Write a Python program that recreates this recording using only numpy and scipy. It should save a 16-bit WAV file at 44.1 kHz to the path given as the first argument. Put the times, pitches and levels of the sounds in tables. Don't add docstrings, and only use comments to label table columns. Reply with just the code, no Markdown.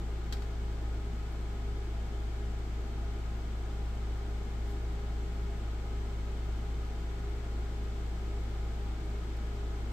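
import sys
import numpy as np
from scipy import signal
from scipy.fft import rfft, irfft
from scipy.io import wavfile

SR = 44100
rng = np.random.default_rng(int(sys.argv[2]) if len(sys.argv) > 2 else 0)


def to_wav(s):
    ch = np.atleast_2d(s).T
    pcm = np.round(np.clip(ch, -1, 1) * 32767)
    wavfile.write(sys.argv[1], SR, pcm.astype(np.int16))


N = 437472

# frequency_hz, level_db, pan_db
COIL_TONES = [(6364, -87, 7), (6380, -90, -6)]
# start_s, level_db, brightness_db_per_octave
CLICK_EVENTS = [(0.3245, -38, -1), (0.3328, -47, -3), (0.367, -52, -4), (0.42, -48, -4), (1.318, -64, 14),
                (9.366, -58, 2)]
# frequency_hz, density_db_per_hz
CONTACT_SPECTRUM = [(300, -9), (1500, 1.5), (2500, -4.5), (3300, -0.5), (4300, 1), (7500, -9.5),
                    (12000, -14), (15500, -20)]
# frequency_hz, level_db
SNAP_MODES = [(1420, -15), (3180, -14), (3850, -14), (4500, -13), (5350, -16)]
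# multiple_of_turning_rate, level_db, pan_db
BLADE_TONES = [(7, -56.5, 1.5), (14, -63.5, -0.5), (17, -76.5, 13), (20, -80.5, 5), (22, -75, 12),
               (24, -79.5, 15), (25, -77, 3), (28, -84, 2), (29, -78, 18)]
# frequency_hz, density_db_per_hz
AIR_SPECTRUM = [(10, -100), (30, -77), (55, -68.5), (85, -78), (130, -74), (280, -78), (520, -84),
                (800, -85.5), (1000, -86), (1500, -89), (2600, -93.5), (4000, -95.5), (6000, -100.5),
                (15500, -118.5)]
# frequency_hz, width_hz, lift_db
ROOM_RESONANCES = [(140, 11, 1), (165.3, 19, 8), (184.6, 8, 3.5), (228, 13, 5), (312.3, 25.6, 7.5),
                   (340, 16, 7.5), (369.7, 26, 8), (404, 19, 8.5), (457, 42, 6), (535, 31, 3),
                   (610, 23, 4.5), (679, 46, 5.5), (774, 136, 4), (1268, 80, 5.5), (1450, 116, 4),
                   (2172, 205, 4.5), (3070, 250, 3), (3490, 200, 2)]
# frequency_hz, correlation
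PORT_CORRELATION = [(100, 0.94), (350, 0.92), (480, 0.77), (700, 0.38), (1200, 0.14), (2200, 0.23),
                    (4000, -0.1), (12000, -0.013)]
# frequency_hz, pan_db
AIR_PAN = [(60, -1.5), (110, -2), (200, 4), (380, -0.5), (700, 1), (1290, 2), (2380, 2), (4400, 1.5),
           (8120, 0), (15000, -3.5)]
# multiple_of_turning_rate, level_db
FAST_SHAFT_LINES = [(1, -35.5)]
# multiple_of_turning_rate, level_db
SLOW_FAN_LINES = [(1, -43), (2, -53.5), (4, -48), (8, -65), (16, -70)]
# multiple_of_mains_rate, level_db
TRANSFORMER_LINES = [(4, -59.5)]
# frequency_hz, width_hz, gain_db
PORT_CAVITIES = [(7750, 1660, 5), (9700, 940, -9), (12100, 1540, 6)]

FAST_HZ, SLOW_HZ, MAINS_HZ = 57.9, 27.07, 60
HUM_PAN_DB, HUM_LAG_RAD = .85, .13
AIR_SWELL_DB_PER_S = 0.07
CLICK_ATTACK_S, CLICK_T60_S, RING_T60_S = 0.0005, 0.066, .075
RUSTLE_CENTRE_S, RUSTLE_SIGMA_S = 4.705, .03
RUSTLE_DB, RUSTLE_TILT_DB_PER_OCTAVE = -64, 5
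TOP_HZ = 15700
TIME = np.arange(N) / SR
BINS = np.maximum(np.arange(N // 2 + 1) * SR / N, 1)
LEFT_RIGHT = np.array([[.5], [-.5]])


def undb(db):
    return 10 ** (np.asarray(db) / 20)


def curve(points):
    hz, value = np.transpose(points)
    return np.interp(np.log(BINS), np.log(hz), value)


def bells(rows):
    return sum(db * .5 ** ((2 * (BINS - hz) / width) ** 2) for hz, width, db in rows)


def colour(x, db):
    return irfft(rfft(x) * undb(db), N)


def walk(rate):
    spectrum = rfft(rng.standard_normal(N))
    x = irfft(spectrum / (1 + (BINS / rate) ** 2) ** 2, N)
    return (x - x.mean()) / x.std()


def decay(age, t60):
    return np.exp(-np.log(1000) * age / t60)


def rotation(hz, wander, rate):
    knots = rng.standard_normal(int(N / SR * rate) + 2)
    drift = np.interp(TIME * rate, np.arange(len(knots)), knots)
    return 2 * np.pi * np.cumsum(hz * (1 + wander * drift)) / SR


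def tone(angle, multiple, db, port_phase=0):
    start_phase = rng.uniform(0, 2 * np.pi)
    amplitude = np.sqrt(2) * undb(db)
    return amplitude * np.sin(multiple * angle + start_phase - port_phase * LEFT_RIGHT)


def reflections(x, count=12):
    lag_s = rng.uniform(.001, .014, (count, 2, 1))
    share = .22 / (1 + (700 / BINS) ** 4)
    echoes = sum(np.exp(-2j * np.pi * BINS * lag) for lag in lag_s) / np.sqrt(count)
    return irfft(rfft(x) * (1 + share * echoes) / np.sqrt(1 + share ** 2), N)


def scatter(brightness_db):
    tilt_db = brightness_db * np.log2(1 + BINS / 1000)
    x = colour(rng.standard_normal((2, N)), curve(CONTACT_SPECTRUM) + tilt_db)
    return x / x.std()


def coils():
    return sum(tone(2 * np.pi * hz * TIME, 1, db + pan_db * LEFT_RIGHT)
               for hz, db, pan_db in COIL_TONES)


def rustle():
    swell = np.exp(-.5 * ((TIME - RUSTLE_CENTRE_S) / RUSTLE_SIGMA_S) ** 2)
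    return undb(RUSTLE_DB) * swell * scatter(RUSTLE_TILT_DB_PER_OCTAVE)


def clicks(room_db=-13, room_t60=0.29, pan_db=3.0):
    out = 0
    for start_s, db, brightness_db in CLICK_EVENTS:
        age = np.maximum(TIME - start_s, 0)
        rise = 1 - np.exp(-age / CLICK_ATTACK_S)
        direct = decay(age, CLICK_T60_S)
        tail = undb(room_db) * decay(age, room_t60)
        burst = np.hypot(direct, tail) * scatter(brightness_db)
        modes = sum(tone(2 * np.pi * hz * age, 1, mode_db) for hz, mode_db in SNAP_MODES)
        ring = modes * decay(age, RING_T60_S)
        out = out + undb(db) * rise * (burst + ring)
    return out * undb(pan_db * LEFT_RIGHT)


def whine(flutter_db=2):
    angle = rotation(FAST_HZ, wander=.0016, rate=20)
    return sum(tone(angle, multiple, db + flutter_db * walk(10.5)) * undb(pan_db * LEFT_RIGHT)
               for multiple, db, pan_db in BLADE_TONES)


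def rush():
    mid, side = rfft(rng.standard_normal((2, N)))
    alike = np.clip(curve(PORT_CORRELATION), -.999, .999)
    common = mid * np.sqrt((1 + alike) / 2)
    opposed = 2 * LEFT_RIGHT * side * np.sqrt((1 - alike) / 2)
    air = irfft(common + opposed, N) * np.sqrt(SR / 2)
    db = curve(AIR_SPECTRUM) + bells(ROOM_RESONANCES) + curve(AIR_PAN) * LEFT_RIGHT
    swell_db = AIR_SWELL_DB_PER_S * (TIME - TIME.mean())
    return reflections(colour(air, db)) * undb(swell_db)


def hum(sway_db=0.36):
    fast = rotation(FAST_HZ, wander=0.00029, rate=0.79)
    slow = rotation(SLOW_HZ, wander=0.00065, rate=0.99)
    mains = 2 * np.pi * MAINS_HZ * TIME
    parts = [(fast, FAST_SHAFT_LINES), (slow, SLOW_FAN_LINES), (mains, TRANSFORMER_LINES)]
    lines = sum(tone(angle, multiple, db, HUM_LAG_RAD)
                for angle, table in parts for multiple, db in table)
    return lines * undb(sway_db * walk(2) + HUM_PAN_DB * LEFT_RIGHT)


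def scene():
    return coils() + rustle() + clicks() + whine() + rush() + hum()


def record(dry):
    coloured = colour(dry, bells(PORT_CAVITIES))
    low_pass = signal.ellip(12, .1, 90, TOP_HZ, fs=SR, output="sos")
    return signal.sosfilt(low_pass, coloured)


dry = scene()
out = record(dry)
to_wav(out)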